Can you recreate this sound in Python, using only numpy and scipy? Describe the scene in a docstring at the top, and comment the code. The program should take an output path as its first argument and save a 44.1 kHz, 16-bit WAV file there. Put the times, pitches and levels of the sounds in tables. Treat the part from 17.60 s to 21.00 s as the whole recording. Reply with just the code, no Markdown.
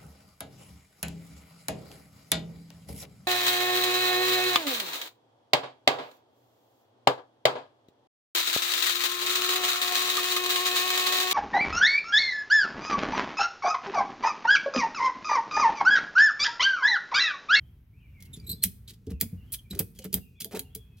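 """On a lawn, a ratchet strap is cranked tight round a wooden beehive, a few metres away.
Filtered noise bursts make the pawl's snaps, steel scrapes and webbing creaks; the axle squeals in harmonics.
Each tug knocks the boxes, as a noise push through a bank of wooden modes, while handling rustles low.
The yard scatters it in diffuse echoes; songbirds whistle as gliding sines far off over an outdoor rumble."""
import sys
import numpy as np
from scipy import signal
from scipy.fft import rfft, irfft
from scipy.io import wavfile
from scipy.ndimage import uniform_filter1d

SR = 44100
rng = np.random.default_rng(int(sys.argv[2]) if len(sys.argv) > 2 else 0)


def bounce(signal):
    """Save signal as a 16-bit WAV file at the path given by the first command-line argument."""
    frames = np.transpose(np.atleast_2d(signal))
    limited = np.clip(frames, -1, 1)
    pcm = np.round(limited * 32767).astype(np.int16)
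    wavfile.write(sys.argv[1], SR, pcm)


N = 149940  # samples, 3.4 s

# Spectrum of the frame's chatter and of the squeaks' rasp, with broad resonances: freq_hz [Hz], gain_db [dB, relative]
FRAME_COLOUR = [(400, -22.5), (1100, -22.5), (1700, -11.5), (2050, -10), (2500, -6), (2900, -5.5),
                (3320, 2), (3700, -5), (4200, 0), (5000, -1.5), (8000, -7), (16000, -15.5)]
SLIDE_RELEASE_S = 0.0056  # decay constant shared by scrapes and creaks
SNAP_RISE_S, SLIDE_RISE_S = 0.00014, 0.00088  # rise constants: a hard snap, a softer slide
LEFT_RIGHT = np.array([[1], [-1]])


def undb(db):
    """Amplitude factor of a level in dB."""
    return 10 ** (np.asarray(db) / 20)


def unit(x):
    """Scaled to rms 1."""
    return x / np.sqrt(np.mean(x ** 2))


def clock():
    """Time of every sample in seconds."""
    return np.arange(N) / SR


def through(x, response):
    """Sound x heard through an impulse response."""
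    return signal.fftconvolve(x, response)[:N]


def colour(x, points):
    """Causal minimum-phase filter through (Hz, dB) points that keeps the power of white noise."""
    hz, db = np.array(points).T
    size = 2048
    f = np.maximum(np.arange(size // 2 + 1) * SR / size, 1)
    log_gain = np.log(undb(np.interp(np.log(f), np.log(hz), db)))
    # folding the cepstrum forward in time makes the response causal
    cepstrum = irfft(log_gain)
    cepstrum[1:size // 2] *= 2
    cepstrum[size // 2 + 1:] = 0
    response = irfft(np.exp(rfft(cepstrum)))
    return through(x, response / np.linalg.norm(response))


def walk(rate_hz):
    """Smooth random motion with rms 1, drawn afresh at rate_hz."""
    step = max(int(SR / rate_hz), 1)
    held = rng.standard_normal(N)[np.arange(N) // step]
    return unit(uniform_filter1d(uniform_filter1d(held, step), step))


def gate(start_s, length_s, release_s, rise_s):
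    """Envelope: a quick exponential swell up to the start, on for a length, then an exponential release."""
    age = clock() - start_s
    rise = np.minimum(age / rise_s, 0)
    release = np.maximum((age - length_s) / release_s, 0)
    return np.exp(np.maximum(rise - release, -50))


def grit():
    """Dense micro-impacts of uneven size: noise whose level flickers fast."""
    spread_db = 3.5
    return unit(rng.standard_normal(N) * undb(spread_db * walk(1500)))


def ring(modes):
    """Impulse response of a table of decaying sine modes, half a second long, with energy 1."""
    t = clock()[:SR // 2]
    response = sum(undb(db - 60 * t / t60) * np.sin(2 * np.pi * hz * t) for hz, db, t60 in modes)
    return response / np.linalg.norm(response)


def scatter(x, t60_s):
    """Diffuse echoes as decaying noise, different left and right, after a 1.1 ms gap."""
    t = clock()[:SR]
    tails = rng.standard_normal((2, SR)) * np.exp(-np.log(1000) * t / t60_s) * (t > 0.0011)
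    return np.array([through(x, tail / np.linalg.norm(tail)) for tail in tails])


def outdoors():
    """Low rumble, nearly alike in both ears, swelling slowly under a thin, wider hiss."""
    # Spectrum of the open air: freq_hz [Hz], gain_db [dB, relative]
    rumble_colour = [(20, -30.5), (40, -0.5), (62, 4), (115, 1), (180, -12), (280, -20), (500, -35.5),
                     (1000, -39.5), (2500, -40), (4500, -50.5), (8000, -57.5), (13000, -43), (17000, -50.5)]
    level_db, swell_db = -53.5, 3.14
    hz, db = np.array(rumble_colour).T
    f = np.maximum(np.arange(N // 2 + 1) * SR / N, 1)
    gain = undb(np.interp(np.log(f), np.log(hz), db))
    mid, side = rfft(rng.standard_normal((2, N))) * gain
    # the stereo width grows with pitch
    side = side * np.clip(f / 1800, .06, .8)
    air = unit(irfft(np.array([mid + side, mid - side]), N))
    return undb(level_db - swell_db * walk(6)) * air


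def birds():
    """Distant whistles: gliding, wavering sines that flutter in level, blurred by the trees."""
    # Bird notes: start_s [s], length_s [s], start_hz [Hz], end_hz [Hz], level_db [dB, before flutter and echo]
    notes = [(0, 0.1, 3090, 3245, -68), (0.329, 0.095, 2206, 2860, -67.5), (0.395, 0.051, 3200, 2750, -71),
             (0.409, .08, 2630, 2105, -65), (0.468, 0.12, 2860, 2620, -71.5),
             (0.529, 0.11, 2420, 1984, -61.5), (0.635, .07, 3050, 2570, -70.5), (.76, .13, 2450, 2177, -69),
             (0.956, 0.073, 3550, 3300, -67), (1.495, 0.085, 3020, 2400, -67),
             (1.634, 0.046, 2500, 2170, -67), (1.77, 0.08, 2802, 2928, -64), (1.86, 0.096, 3100, 3400, -70),
             (2.034, 0.077, 2490, 2280, -72), (2.345, .11, 3345, 2710, -60), (2.606, .08, 2930, 2416, -65),
             (2.739, 0.063, 2597, 2296, -65.5), (2.753, 0.14, 3410, 3470, -64.5),
             (3.002, 0.086, 3020, 2620, -66.5), (3.097, 0.16, 3316, 3403, -64.5),
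             (3.28, 0.27, 3270, 3250, -72), (3.22, 0.44, 2573, 2400, -69)]
    waver_share, echo_db, echo_t60_s = 0.028, 1, 0.47
    t, out = clock(), np.zeros(N)
    waver = walk(160)
    flutter = undb(-2 + 3 * walk(60))
    for start, length, start_hz, end_hz, db in notes:
        on = (t > start) & (t < start + length)
        progress = (t[on] - start) / length
        hz = (start_hz + (end_hz - start_hz) * progress) * (1 + waver_share * waver[on])
        whistle = np.sin(2 * np.pi * np.cumsum(hz) / SR)
        out[on] += undb(db) * np.sin(np.pi * progress) ** .5 * flutter[on] * whistle
    return out + undb(echo_db) * scatter(out, echo_t60_s)


def handling():
    """Low rustle of sleeves and strap while the lever is worked: coloured noise, almost centred."""
    # Loudness of the rustle over time: time_s [s], level_db [dB, before a random flicker]
    rustle_level = [(0, -67.5), (.55, -61.5), (.9, -46), (1.2, -55.5), (1.42, -55), (1.65, -67), (2.0, -56),
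                    (2.3, -52), (2.62, -55), (2.78, -63), (3.05, -61.5), (3.4, -60)]
    # Spectrum of the rustle: freq_hz [Hz], gain_db [dB, relative]
    rustle_colour = [(30, -24), (70, 9.5), (200, 3.5), (320, -15), (450, -12.5), (650, -38.5), (1500, -41),
                     (6000, -36.5), (16000, -50)]
    mid = colour(rng.standard_normal(N), rustle_colour)
    side = colour(rng.standard_normal(N), rustle_colour)
    level_db = np.interp(clock(), *np.array(rustle_level).T) + 2.7 * walk(25)
    return undb(level_db) * (mid + .12 * side * LEFT_RIGHT)


def hive():
    """Each tug jostles the boxes: a dull thud, and wooden modes that vary a little at random from knock to knock."""
    # Tugs that knock the boxes: start_s [s], level_db [dB, relative], thud_hz [Hz, sets the band]
    knocks = [(0.769, -41.5, 194), (0.883, -44.5, 226), (.915, -45, 237.3), (1.047, -33, 172),
              (1.066, -41.5, 200), (1.305, -53, 292), (1.467, -32.5, 218), (1.506, -36.5, 296),
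              (1.519, -31, 118), (1.613, -34.5, 280), (1.626, -33.5, 173), (1.724, -34, 185.7),
              (2.102, -38.5, 250), (2.124, -36, 195), (2.154, -40.5, 285), (2.194, -31, 280),
              (2.389, -49.5, 412), (2.447, -36, 290), (2.528, -37, 336), (2.544, -31, 162),
              (2.566, -46.5, 404), (2.813, -46.5, 238), (2.85, -45, 396), (2.934, -34, 538),
              (2.955, -46, 402), (2.996, -46, 280), (3.152, -46, 378)]
    # Resonances of hive and stand, before scatter: freq_hz [Hz], level_db [dB, relative], t60_s [s]
    wood_modes = [(67, 1, .25), (98.3, -3.5, 0.18), (195.2, -5, 0.16), (212, -0.5, 0.082),
                  (245.8, -8, 0.12), (278.8, -9.5, 0.14), (362.2, -7, 0.031), (443, 1.5, 0.086),
                  (520, -11.5, 0.044), (742.4, -8.5, 0.11), (878, -6, 0.05)]
    decay_s, rise_s = 0.008, 0.012  # time constants of the push
    shift_share, mode_scatter_db = 0.05, 0.5  # random spread of the modes from knock to knock
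    thud_db, trim_db = -9, -14.5  # thud against the ringing; trim of all knocks
    echo_db, echo_t60_s, echo_width = -10.5, 0.37, 0.4
    out, size = np.zeros(N + SR), SR // 2
    t = clock()[:size]
    for start, db, thud_hz in knocks:
        draws = rng.standard_normal((len(wood_modes), 2))
        modes = [(f * (1 + shift_share * a), g + mode_scatter_db * b, t60)
                 for (f, g, t60), (a, b) in zip(wood_modes, draws)]
        force = rng.standard_normal(size) * np.exp(-t / decay_s) * (1 - np.exp(-t / rise_s))
        band = signal.butter(3, [thud_hz / 2.4, thud_hz * 1.47], "band", fs=SR, output="sos")
        ringing = unit(signal.sosfilt(band, through(force, ring(modes))[:size]))
        thud = unit(signal.sosfilt(band, force))
        first = int(start * SR)
        out[first:first + size] += undb(db + trim_db) * unit(ringing + undb(thud_db) * thud)
    mid, side = scatter(out[:N], echo_t60_s)
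    return out[:N] + undb(echo_db) * (mid + echo_width * side * LEFT_RIGHT)


def webbing():
    """The strap slips on the spool in tiny jerks: bursts of flickering, coloured grit."""
    # Slips of the webbing: start_s [s], length_s [s, before release], level_db [dB]
    creaks = [(1.498, 0.022, -51.5), (1.617, 0.023, -49.5), (2.127, 0.0066, -53), (2.147, 0.0068, -50),
              (2.17, 0.015, -54), (2.192, 0.019, -41), (2.44, 0.019, -44.5), (2.545, 0.036, -48),
              (2.911, 0.025, -48), (2.927, 0.043, -46), (2.957, 0.016, -43.5), (2.97, 0.0055, -58)]
    # Spectrum of the creak: freq_hz [Hz], gain_db [dB, relative]
    strap_colour = [(200, -8), (450, 8.5), (750, -4.5), (1100, -8), (2000, -6), (3200, -9), (6000, -13),
                    (15000, -16.5)]
    jerks = unit(grit() * undb(3.9 * walk(300)))
    slips = sum(undb(db) * gate(start, length, SLIDE_RELEASE_S, SNAP_RISE_S) for start, length, db in creaks)
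    return colour(jerks * slips, strap_colour)


def axle():
    """Stick-slip squeaks: short harmonic squeals with an unsteady pitch and a little rasp."""
    # Squeaks: start_s [s], length_s [s], pitch_hz [Hz, at the start], glide [share of pitch],
    # level_db [dB], jitter [share of pitch, rms], tilt_db [dB added per harmonic above the first]
    squeaks = [(0.729, 0.025, 3863, -0.088, -43.5, 0.034, 0), (.798, 0.0058, 4700, 0, -48, 0.036, -6),
               (0.838, 0.019, 4020, 0.0081, -59.5, 0.012, -1.5),
               (0.864, 0.024, 3770, 0.14, -44.5, 0.023, 1.5), (0.891, 0.018, 3906, .08, -31.5, 0.034, 1),
               (.911, 0.012, 4220, 0.0023, -31, 0.032, 1.5), (.922, .014, 4190, 0.026, -36.5, 0.061, -5.5),
               (1.023, .012, 4300, -0.037, -32.5, 0.013, -4), (1.274, 0.015, 3930, 0.025, -45.5, 0.09, -7),
               (1.285, 0.028, 4225, -.15, -50, 0.092, -7.5), (1.983, 0.017, 3163, 0.026, -49.5, 0.027, -12),
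               (2.107, 0.0082, 4150, -0.007, -34.5, 0.052, -2.5)]
    harmonics_db, rasp_db = [0, -5, -2, -18.5], -19.5  # harmonic levels before the tilt
    t, out = clock(), np.zeros(N)
    wobble = walk(1000)
    rasp = colour(grit(), FRAME_COLOUR)
    for start, length, pitch_hz, glide, db, jitter, tilt_db in squeaks:
        on = (t > start) & (t < start + length)
        progress = (t[on] - start) / length
        hz = pitch_hz * (1 + glide * progress + jitter * wobble[on])
        phase = 2 * np.pi * np.cumsum(hz) / SR
        tone = sum(undb(h + k * tilt_db) * np.sin((k + 1) * phase) for k, h in enumerate(harmonics_db))
        out[on] += undb(db) * np.sin(np.pi * progress) * (tone + undb(rasp_db) * rasp[on])
    return out


def ratchet():
    """Each snap is a hard crack, then chatter and a faint ring-out; snaps and scrapes ring the steel frame."""
    # Pawl snaps: start_s [s], level_db [dB], contact_ms [ms, before release],
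    # chatter_db [dB against the snap], body_db [dB of the frame's 2-6 kHz body, before the common trim]
    snaps = [(0.604, -62, 2.1, 7, 14), (0.6245, -41.5, 0.92, -9.5, 9.5), (1.038, -21, 2.2, 0, 4.5),
             (1.4673, -61, 0.89, -10.5, 26), (1.5053, -52, 1.3, -2.5, 11.5), (1.6119, -13, 0.76, -9, 1),
             (2.151, -44.5, 1.5, -7, 15.5), (2.1921, -18.5, 1.7, -0.5, -3.5),
             (2.3895, -45.5, 4.1, -1.5, 10.5), (2.4438, -31, 0.6, -20, 2), (2.529, -30.5, 1.3, -6, 13.5),
             (2.5414, -14, 1.83, -22.5, 2), (2.8456, -25.5, 0.78, -8.5, 3.5), (2.9934, -25, 1.7, -12, 7.5),
             (3.1504, -32, 3, -2.5, 4)]
    # Steel sliding on steel: start_s [s], length_s [s, before release], level_db [dB],
    # body_db [dB of the frame's 2-6 kHz body, before the common trim]
    scrapes = [(0.651, 0.014, -62.5, 5.5), (.76, 0.013, -64, 16.5), (1.022, .01, -52, 3),
               (1.034, .006, -26.5, 0.5), (1.279, 0.032, -53.5, 11.5), (1.335, .004, -58, 11),
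               (1.603, .01, -44, 8.5), (1.9214, 0.011, -30.5, -10), (1.935, 0.01, -31.5, 4),
               (2.104, 0.01, -54, 16), (2.35, 0.032, -66.5, 12), (2.42, .006, -66, 20),
               (2.804, 0.017, -39.5, 7), (3.37, .02, -69, 11)]
    # Spectrum of the first hard contact: freq_hz [Hz], gain_db [dB, relative]
    crack_colour = [(500, -33.5), (1200, -27.5), (2500, -15), (4000, -10), (6500, -9), (9000, -12),
                    (11000, 1), (13500, -3.5), (15500, -0.5), (17000, -5)]
    # Spectrum of the bright chatter and scrape: freq_hz [Hz], gain_db [dB, relative]
    bright_colour = [(1500, -43), (4000, -17), (6700, -19.5), (9000, 1.5), (11000, 1), (13000, 1),
                     (15500, -2), (17000, -0.5)]
    # Resonances of the ratchet frame: freq_hz [Hz], level_db [dB, relative], t60_s [s]
    frame_modes = [(1850, 0.5, 0.39), (2509, 6.5, .4), (3540, 16.5, .1), (3900, -8.5, 0.25),
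                   (10090, -11, .22), (10900, 15, .2), (11450, -34.5, .2), (12150, -22.5, 0.22),
                   (12100, -5, .18), (13600, 3, .22)]
    crack_release_s, chatter_s, ring_out_s = 0.00068, 0.0055, 0.049  # decay constants
    ring_out_db, body_trim_db, frame_db, uneven_db = -31.5, -10, -30, 2.2

    contact = sum(undb(db) * gate(start, ms / 1000, crack_release_s, SNAP_RISE_S)
                  for start, db, ms, _, _ in snaps)
    # noise of constant size and random sign keeps the crack hard
    crack = colour(np.sign(rng.standard_normal(N)) * contact, crack_colour)

    strokes = []  # pairs of envelope and body level
    for start, db, _, chatter_db, body_db in snaps:
        chatter = gate(start, 0, chatter_s, SLIDE_RISE_S)
        ring_out = undb(ring_out_db) * gate(start, 0, ring_out_s, SNAP_RISE_S)
        strokes.append((undb(db + chatter_db) * (chatter + ring_out), body_db))
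    for start, length, db, body_db in scrapes:
        strokes.append((undb(db) * gate(start, length, SLIDE_RELEASE_S, SLIDE_RISE_S), body_db))

    uneven = unit(undb(uneven_db * walk(400)))
    bright_envelope = sum(envelope for envelope, _ in strokes)
    body_envelope = sum(envelope * undb(body_trim_db + body_db) for envelope, body_db in strokes)
    bright = colour(grit() * uneven * bright_envelope, bright_colour)
    body = colour(grit() * uneven * body_envelope, FRAME_COLOUR)
    metal = crack + bright + body
    return metal + undb(frame_db) * through(metal, ring(frame_modes))


def ports(x):
    """Phase and level differences between two microphone ports, varying with frequency."""
    # Phase between the ports: freq_hz [Hz], left_lead [radians]
    phase_points = [(200, 0), (2000, 0.2), (4000, -1.42), (7500, -1), (9000, -1.3), (11000, 0.75),
                    (16000, 1.4)]
    # Level between the ports: freq_hz [Hz], left_minus_right_db [dB]
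    balance_points = [(200, 1), (700, -0.5), (1290, -2), (2380, 3), (4400, -2), (8120, -1), (15000, -4)]
    log_f = np.log(np.maximum(np.arange(N // 2 + 1) * SR / N, 1))
    phase_hz, phase = np.array(phase_points).T
    balance_hz, balance_db = np.array(balance_points).T
    phase = np.interp(log_f, np.log(phase_hz), phase)
    balance_db = np.interp(log_f, np.log(balance_hz), balance_db)
    half = LEFT_RIGHT / 2  # each side takes half of the difference
    return irfft(rfft(x) * undb(half * balance_db) * np.exp(1j * half * phase), N)


def scene():
    """The ratchet sits slightly off centre; near things and the wider yard echo it."""
    squeaks = axle()
    tool = ratchet() + squeaks + webbing()
    near = undb(-6) * scatter(tool, 0.092)
    yard = undb(-20) * scatter(tool, 0.34)
    squeak_echo = undb(-11) * scatter(squeaks, 0.17)
    echoes = near + yard + squeak_echo
    return outdoors() + birds() + handling() + hive() + echoes + ports(tool)


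def record(dry):
    """The recorder cuts the deepest bass below 30 Hz and, steeply, the top above 16.1 kHz."""
    dry = signal.sosfilt(signal.butter(2, 30, "high", fs=SR, output="sos"), dry)
    return signal.sosfilt(signal.ellip(8, .2, 70, 16100, fs=SR, output="sos"), dry)


dry = scene()
out = record(dry)
bounce(out)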